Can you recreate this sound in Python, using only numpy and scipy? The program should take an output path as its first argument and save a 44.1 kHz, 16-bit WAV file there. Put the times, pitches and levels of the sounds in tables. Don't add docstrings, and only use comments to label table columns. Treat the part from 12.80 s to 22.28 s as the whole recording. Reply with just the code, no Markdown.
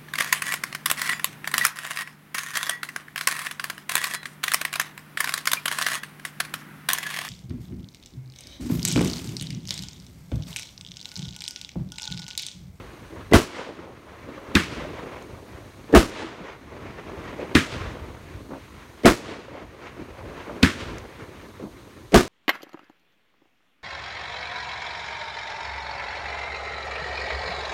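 import sys
import numpy as np
from scipy import signal
from scipy.io import wavfile
from scipy.ndimage import uniform_filter1d

SR = 44100
rng = np.random.default_rng(int(sys.argv[2]) if len(sys.argv) > 2 else 0)


def undo_db(level):
    steps = np.asarray(level, float) / 20
    return 10 ** steps


def output_pcm(signal):
    pcm = np.clip(np.atleast_2d(signal).T, -1, 1) * 32767
    wavfile.write(sys.argv[1], SR, np.round(pcm).astype(np.int16))


N = 418068


def evened(x):
    return x / np.sqrt(np.mean(x ** 2) + 1e-20)


def read_curve(points, hz):
    f, value = np.transpose(points)
    return np.interp(np.log(hz + 1), np.log(f + 1), value)


def add(mix, s, sound):
    part = mix[round(s * SR):][:len(sound)]
    part += sound[:len(part)]


def smooth_twice(x, size):
    return uniform_filter1d(uniform_filter1d(x, size), size)


def ring(hz, t60, count=6000):
    t = np.arange(count) / SR
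    return np.sin(2 * np.pi * hz * t) * undo_db(-60 * t / t60)


def snap(hz):
    t = (np.arange(88) - 44) / SR
    body = (np.pi * hz * t) ** 2
    edge = (np.pi * 2.5 * hz * t) ** 2
    return .75 * (2 * body - 1) * np.exp(-body) + .32 * (2 * edge - 1) * np.exp(-edge)


def puff(hz, spread, t60):
    band = signal.butter(3, [hz / spread, min(hz * spread, 15500)], "band", fs=SR, output="sos")
    t = np.arange(4000) / SR
    noise = evened(signal.sosfilt(band, rng.standard_normal(4000)))
    return noise * undo_db(-60 * t / t60) * np.minimum(t / 0.00048, 1)


def dying(colour, t60s, hold, lumpy_db):
    hz = np.fft.rfftfreq(1024, 1 / SR)
    t = (np.arange(170) - 8) * 128 / SR
    a, b = rng.standard_normal((170, 513, 2)).T
    z = (a + 1j * b) * undo_db(read_curve(colour, hz)[:, None])
    start = np.std(signal.istft(z, nperseg=1024, noverlap=896)[1])
    z *= undo_db(-60 * np.maximum(t - hold, 0) / read_curve(t60s, hz)[:, None])
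    sound = signal.istft(z, nperseg=1024, noverlap=896)[1][1024:]
    lumps = evened(uniform_filter1d(rng.standard_normal(len(sound)), 90))
    return sound / start * undo_db(lumpy_db * lumps)


# (level [dB rms], duck [dB], end of duck after the burst [s], recovery [s])
HISS_GAIN = (-59.5, -11, 1.37, 1.57)


def hiss_db():
    level_db, duck_db, held, back = HISS_GAIN
    t = np.arange(N) / SR
    ducks = sum(np.interp(t - s, [0, .1, held - back, held], [0, 1, 1, 0]) for s in BURST_TIMES)
    return level_db + duck_db * ducks


def returns(t, times, strengths_db, echoes, octave):
    delay, spread, db, centre, breadth = np.transpose(echoes)[:, :, None]
    power = undo_db(db - 6.04 * ((octave - centre) / breadth) ** 2) ** 2
    total = 0
    for s, strength_db in zip(times, strengths_db):
        swells = power * np.exp(-((t - s - delay) / spread) ** 2)
        total = total + undo_db(2 * strength_db) * swells.sum(0)
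    return total


# (centre [octave], night floor [dB], share of duck [ratio],
# share of far fireworks [ratio], drift [dB])
WASH_BANDS = [
    (0, -51, 0.39, 0.99, 2.1),
    (1.7, -54, 0.094, 0.3, 1.9),
    (3, -57.5, .3, 0.39, 1),
    (4.3, -54, 0.099, 0.16, 2.07),
]
# (time [s], level over the floor [dB])
FAR_FIREWORKS = [(0, 9), (.15, 2), (.5, 3), (.9, -5), (1.3, 1.5), (1.65, 0), (2.3, 3), (2.95, 4),
                 (3.5, -2.5), (4.1, 7.5), (4.65, 6), (5.5, 7), (6.0, 1), (6.65, -0.5), (7.45, 4),
                 (8.1, 3.5), (8.5, 1.5), (9.48, -3)]
# (delay [s], spread [s], level [dB], centre [octave], breadth [octaves])
BURST_ECHOES = [(.17, 0.11, -46, 2.4, 2.2), (.265, 0.039, -40, 2.9, 2), (.35, 0.041, -45.5, 2.6, 1.7),
                (.475, .035, -46, 2, 2.04), (0.541, 0.043, -45.5, 3.3, 1.5), (.79, 0.048, -50, 3.1, 2.1),
                (.94, 0.054, -47.5, 0.85, 6), (1.045, .025, -48, 3, 1.5), (1.211, 0.078, -45.5, 1.94, 2.14),
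                (1.46, 0.054, -43, 2.15, 1.2), (.98, 0.21, -45, 7.8, 3), (1.42, 0.25, -46, 2.5, 2.9),
                (1.8, 0.24, -45, 2.4, 1.57), (2.586, 0.027, -40.5, 1.65, 1.66)]
LIFT_ECHOES = [(.17, 0.056, -20, 13, 0.52), (.19, 0.044, -38, 0.4, 0.64), (0.268, 0.067, -39.5, 0.48, 1.3),
               (.29, 0.089, -45, 4, 1.5), (.45, 0.24, -52, 4.3, 1.3), (.42, 0.05, -64, 0.42, 0.53),
               (.62, 0.042, -51, 2.2, 2.2), (.82, 0.076, -48.5, 0.63, 1.8), (1.02, 0.028, -52.5, 2.7, 3)]
BURST_RETURNS = [-1.3, -0.73, 0.98, -1.15, 0.1]
LIFT_RETURNS = [-2.1, -0.13, -0.1, -1.1]
FLUTTER = [.6, 1.5, 1.5, .9]


def wash_db():
    t = np.arange(0, N, 256) / SR
    burst_s = [-2.23, *BURST_TIMES]
    lift_s = [-0.636, *(row[0] for row in LIFT_SHOTS)]
    duck_db = hiss_db()[::256] - HISS_GAIN[0]
    far_db = np.interp(t, *np.transpose(FAR_FIREWORKS))
    levels = []
    for octave, floor_db, share, far, drift_db in WASH_BANDS:
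        drift = evened(smooth_twice(rng.standard_normal(len(t)), 12))
        power = undo_db(2 * (floor_db + share * duck_db + far * far_db))
        power = power + returns(t, burst_s, BURST_RETURNS, BURST_ECHOES, octave)
        power = power + returns(t, lift_s, LIFT_RETURNS, LIFT_ECHOES, octave)
        levels.append(np.interp(np.arange(N) / SR, t, 10 * np.log10(power) + drift_db * drift))
    flutter = np.clip(evened(smooth_twice(rng.standard_normal(N), 250)), -2, 2)
    return [level + depth_db * flutter for level, depth_db in zip(levels, FLUTTER)]


# (frequency [Hz], level [dB per Hz])
NIGHT_COLOUR = [(30, -38), (45, -2), (70, -0.5), (145, -7.5), (320, -1.5), (550, -10.5), (770, -16.5),
                (1010, -11.5), (1640, -16), (2150, -16), (4900, -34), (6500, -36.5), (9500, -58),
                (12000, -63)]
# (frequency [Hz], level [dB])
CAPSULE_COLOUR = [(4000, 7), (5200, -3), (6500, 0), (7500, -7), (8600, -4.5), (9700, -4.5), (10500, -13),
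                  (11500, -6.5), (14000, -12), (15800, -12)]


def night():
    frames, hz = N // 256 + 5, np.fft.rfftfreq(1024, 1 / SR)
    a, b, c, d, patches = rng.standard_normal((frames, 513, 5)).T
    patches = evened(uniform_filter1d(uniform_filter1d(patches, 10, 0), 6, 1))
    flicker = evened(uniform_filter1d(rng.standard_normal(frames), 3))
    wash = (a + 1j * b) * undo_db(read_curve(NIGHT_COLOUR, hz)[:, None] + 0.95 * patches + 1.04 * flicker)
    below = [1 / (1 + (hz / edge_hz) ** 6) for edge_hz in (145, 460, 850)]
    shares = np.diff([0 * hz, *below, 0 * hz + 1], axis=0)
    hiss_colour = undo_db(read_curve(CAPSULE_COLOUR, hz)) / (1 + (3500 / (hz + 1)) ** 4)
    hiss = (c + 1j * d) * hiss_colour[:, None]
    fields = [*(wash * share[:, None] for share in shares), hiss]
    out = np.zeros(N)
    for db, field in zip([*wash_db(), hiss_db()], fields):
        out += undo_db(db) * evened(signal.istft(field, nperseg=1024, noverlap=768)[1][:N])
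    return signal.sosfilt(signal.butter(6, 42, "high", fs=SR, output="sos"), out)


# (time [s], peak level [dB], centre [Hz], edge level [dB])
FAR_THUDS = [(0.324, -32, 330, -42), (0.786, -30, 507, -29), (0.99, -31, 338, -36),
             (1.578, -31, 540, -31.5), (2.049, -24.5, 610, -46), (2.26, -40, 420, -34),
             (2.532, -33, 86, -40),  (3.101, -33, 438, -45), (3.42, -29, 867, -42),
             (3.445, -27.5, 326, -46), (3.606, -32, 178, -40), (4.185, -32, 546, -31),
             (4.333, -26.5, 397, -40), (4.594, -24.5, 573, -35), (5.008, -24, 88.8, -47),
             (5.067, -42, 97, -34), (5.218, -27, 80, -44), (5.706, -34, 330, -33), (5.734, -25, 270, -31),
             (6.507, -38, 447, -47), (6.682, -32, 535, -38), (6.72, -37, 150, -52), (6.75, -29.5, 536, -43),
             (6.785, -35, 480, -44), (7.024, -42, 490, -47), (7.19, -32, 311, -43), (7.39, -33, 520, -36),
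             (7.694, -28, 589, -28), (8.797, -32.5, 490, -41)]
# (frequency [Hz], t60 [s])
THUD_DECAY = [(80, 0.17), (600, 0.078)]


def far_thuds():
    out = np.zeros(N)
    for s, db, hz, edge_db in FAR_THUDS:
        knock = ring(hz, read_curve(THUD_DECAY, hz), count=4000) * np.minimum(np.arange(4000) / 40, 1)
        add(out, s, undo_db(db - 2) * knock + undo_db(edge_db - 5.0) * puff(820, 1.69, 0.066))
    return out


# (time [s], level [dB], frequency [Hz], t60 [s])
EARLY_KNOCKS = [(.5228, -1.5, 338, 0.018), (.527, -17, 2000, 0.11), (.528, -29, 2880, 0.075),
                (3.139, -0.5, 355, 0.055), (3.139, -16, 1760, 0.082), (3.1452, -3.5, 288, 0.057),
                (6.247, -21, 2180, 0.19), (6.249, -27, 3000, 0.089), (6.248, -20, 430, 0.036),
                (6.2512, 1, 270, 0.017), (9.3336, -15, 350.4, 0.024), (9.339, -5, 350, 0.018),
                (9.338, -23, 2140, 0.055)]
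# (time [s], level [dB])
FIRST_FRONTS = [(0.516, -29), (3.1262, -29), (3.1305, -33), (3.1407, -33), (6.2343, -31), (6.237, -35),
                (6.2455, -43), (9.321, -27), (9.3255, -29), (9.332, -42)]


def forerunners():
    out = np.zeros(N)
    for s, db, hz, t60 in EARLY_KNOCKS:
        add(out, s, -undo_db(db) * ring(hz, t60) * np.minimum(np.arange(6000) / 25, 1))
    for s, db in FIRST_FRONTS:
        add(out, s - .001, undo_db(db) * snap(4000))
    return out


def splinters(per_s, t60):
    t = np.arange(6000) / SR
    size = undo_db(6.2 * np.minimum(rng.exponential(1, 6000), 3) - 60 * t / t60)
    size = size * rng.choice([-1, 1], 6000)
    return np.convolve(size * (rng.random(6000) < per_s / SR), snap(2600))


# (frequency [Hz], level [dB per Hz])
FACADE_COLOUR = [(500, -40), (1100, 0.5), (1700, 0.5), (3500, -4), (6500, -14.5), (9500, -23.5),
                 (16000, -55)]


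def houses(hold, rise):
    answer = dying(FACADE_COLOUR, [(1000, 1.0), (8000, 0.68)], hold, 1.16)
    return answer * np.minimum(np.arange(len(answer)) / SR / rise, 1)


BURST_TIMES = [.5352, 3.1494, 6.2568, 9.3438]
# (crack [dB], dull forerunner [dB], boom [dB], roar [dB], roar hold [s])
BURST_LEVELS = [
    (-6, -16.5, -11.5, -7, 0.0096),
    (-10, -8.5, -6.5, -6, 0.015),
    (-2.5, -15.5, -10.5, -8.5, 0.016),
    (0, -18, -11, -7, 0.011),
]
# (frequency [Hz], level [dB per Hz])
ROAR_COLOUR = [(70, -5), (120, -0.5), (175, -18), (220, 1.5), (280, 0.5), (358, 2.5), (481, -6.5),
               (660, -7.5), (800, -13.5), (1150, -9), (2000, -16), (3300, -22), (9400, -32.5), (16000, -41)]
# (frequency [Hz], t60 [s])
ROAR_DECAY = [(150, 0.2), (700, 0.19), (2000, .22), (6000, 0.32), (14000, 0.24)]
# (frequency [Hz], level [dB per Hz])
SCATTER_COLOUR = [(88, -22), (150, 4), (321, 5), (484, -13), (716, -20.5), (854, -17.5), (1210, -6.5),
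                  (1390, -8.5), (1940, -9), (3350, -15.5), (4160, -20.5), (8560, -29.5), (16000, -42.5)]
# (frequency [Hz], t60 [s])
SCATTER_DECAY = [(200, 0.21), (600, .15), (1500, 0.29), (6000, 0.4), (14000, 0.25)]


def burst(s, crack_db, lead_db, boom_db, roar_db, hold):
    out, before = np.zeros(N), np.arange(1060)[::-1] / SR
    band = signal.butter(3, [220, 520], "band", fs=SR, output="sos")
    dull = evened(signal.sosfilt(band, rng.standard_normal(3060))[2000:])
    swell = undo_db(lead_db - 580 * before)
    add(out, s - .024, swell * dull * signal.windows.tukey(1060, .2))
    early = dying(SCATTER_COLOUR, SCATTER_DECAY, 0.0068, 0.55)[:1060]
    add(out, s - .024, undo_db(-34.5) * early * signal.windows.tukey(1060, .3))
    roar = dying(ROAR_COLOUR, ROAR_DECAY, hold, 2.3)
    add(out, s - .001, -undo_db(crack_db) * snap(2530))
    add(out, s - .001, -undo_db(crack_db - 3) * snap(7100))
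    add(out, s + 0.001, -undo_db(-9.5) * ring(358, 0.16))
    add(out, s + 0.00004, -undo_db(-7) * ring(675, 0.08))
    add(out, s + .09, undo_db(roar_db - 34.0) * houses(0.16, 0.15))
    near_walls = houses(.012, 0.005) * undo_db(np.arange(len(roar)) * -.006)
    add(out, s + .012, undo_db(roar_db - 23.5) * near_walls)
    add(out, s, undo_db(-28) * splinters(450, .2))
    boom = ring(60, .5, count=2000) * signal.windows.tukey(2000, .6)
    add(out, s + .0045, -undo_db(boom_db) * boom)
    add(out, s + 0.0056, -undo_db(roar_db) * ring(218.0, 0.114))
    add(out, s, undo_db(roar_db) * roar)
    return out


# (time [s], crack [dB], thump [dB], ground echo delay [s], scatter [dB])
LIFT_SHOTS = [
    (1.7529, -1, 2, 0.0019, -13.5),
    (4.7516, -0.5, 2, 0.0022, -11.5),
    (7.83, 2, 3.5, .0022, -12.5),
]
# (frequency [Hz], signed size [ratio], t60 [s])
TUBE_MODES = [(89.3, 0.19, 0.17), (183, 0.63, 0.039), (268, -1.45, 0.007)]
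# (frequency [Hz], level [dB], t60 [s])
YARD_MODES = [(1080, -32, 0.0043), (2510, -6, 0.011), (3590, -9, 0.013)]


def lifts():
    out = np.zeros(N)
    thump = sum(size * ring(hz, t60) for hz, size, t60 in TUBE_MODES)
    thump = uniform_filter1d(np.pad(thump, (60, 0)), 50)[30:]
    fence = ring(1684, 0.016, count=900) * np.minimum(np.arange(900) / 110, 1)
    walls = sum(undo_db(db) * ring(hz, t60) for hz, db, t60 in YARD_MODES)
    for s, crack_db, thump_db, ground, scatter_db in LIFT_SHOTS:
        lead_in = dying(SCATTER_COLOUR, SCATTER_DECAY, .02, 1.5)[:400] * undo_db(np.arange(-399, 1) * .07)
        add(out, s - 400 / SR, undo_db(-19.5) * lead_in)
        add(out, s - .001, undo_db(crack_db) * snap(3300))
        add(out, s - .001, undo_db(crack_db - 15) * snap(9000))
        add(out, s - .001 + ground, undo_db(crack_db - 6) * uniform_filter1d(snap(2500), size=3))
        add(out, s + ground, walls)
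        add(out, s + 0.0008, undo_db(thump_db) * thump)
        add(out, s + 0.0163, undo_db(thump_db - 6.5) * thump)
        add(out, s + 0.016, undo_db(thump_db - 5.5) * fence)
        add(out, s, undo_db(scatter_db) * dying(SCATTER_COLOUR, SCATTER_DECAY, 0.0019, 1.43))
        add(out, s + .13, undo_db(scatter_db - 25.5) * houses(0.04, 0.044))
    return out


# (time [s], level [dB], centre [Hz], width [ratio])
ASH_TICKS = [
    (2.424, -45, 6650, 0.94),
    (5.561, -53, 4240, 1.4),
    (8.183, -38, 5950, 1.15),
    (8.622, -48, 3000, 1.2),
    (8.686, -50, 4800, 1),
]


def ash():
    out = np.zeros(N)
    for s, db, hz, spread in ASH_TICKS:
        add(out, s, undo_db(db + 0.5) * puff(hz, max(spread, 1.1), 0.017))
        add(out, s, undo_db(db + 10) * snap(hz))
    return out


def scene():
    bursts = sum(burst(s, *row) for s, row in zip(BURST_TIMES, BURST_LEVELS))
    return (night() + far_thuds() + forerunners() + bursts + lifts() + ash())[None]


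def band_limit(x):
    return signal.sosfilt(signal.butter(12, 16500, fs=SR, output="sos"), x)


def record(dry):
    heard = signal.sosfilt(signal.butter(2, 24, "high", fs=SR, output="sos"), dry)
    soft = heard / (1 + abs(heard / .95) ** 5) ** (1 / 5)
    lowpass = signal.firwin(511, 15880, window=("kaiser", 8), fs=SR)
    soft = signal.oaconvolve(soft, lowpass[None], "same")
    return band_limit(soft)


dry = scene()
out = record(dry)
output_pcm(out)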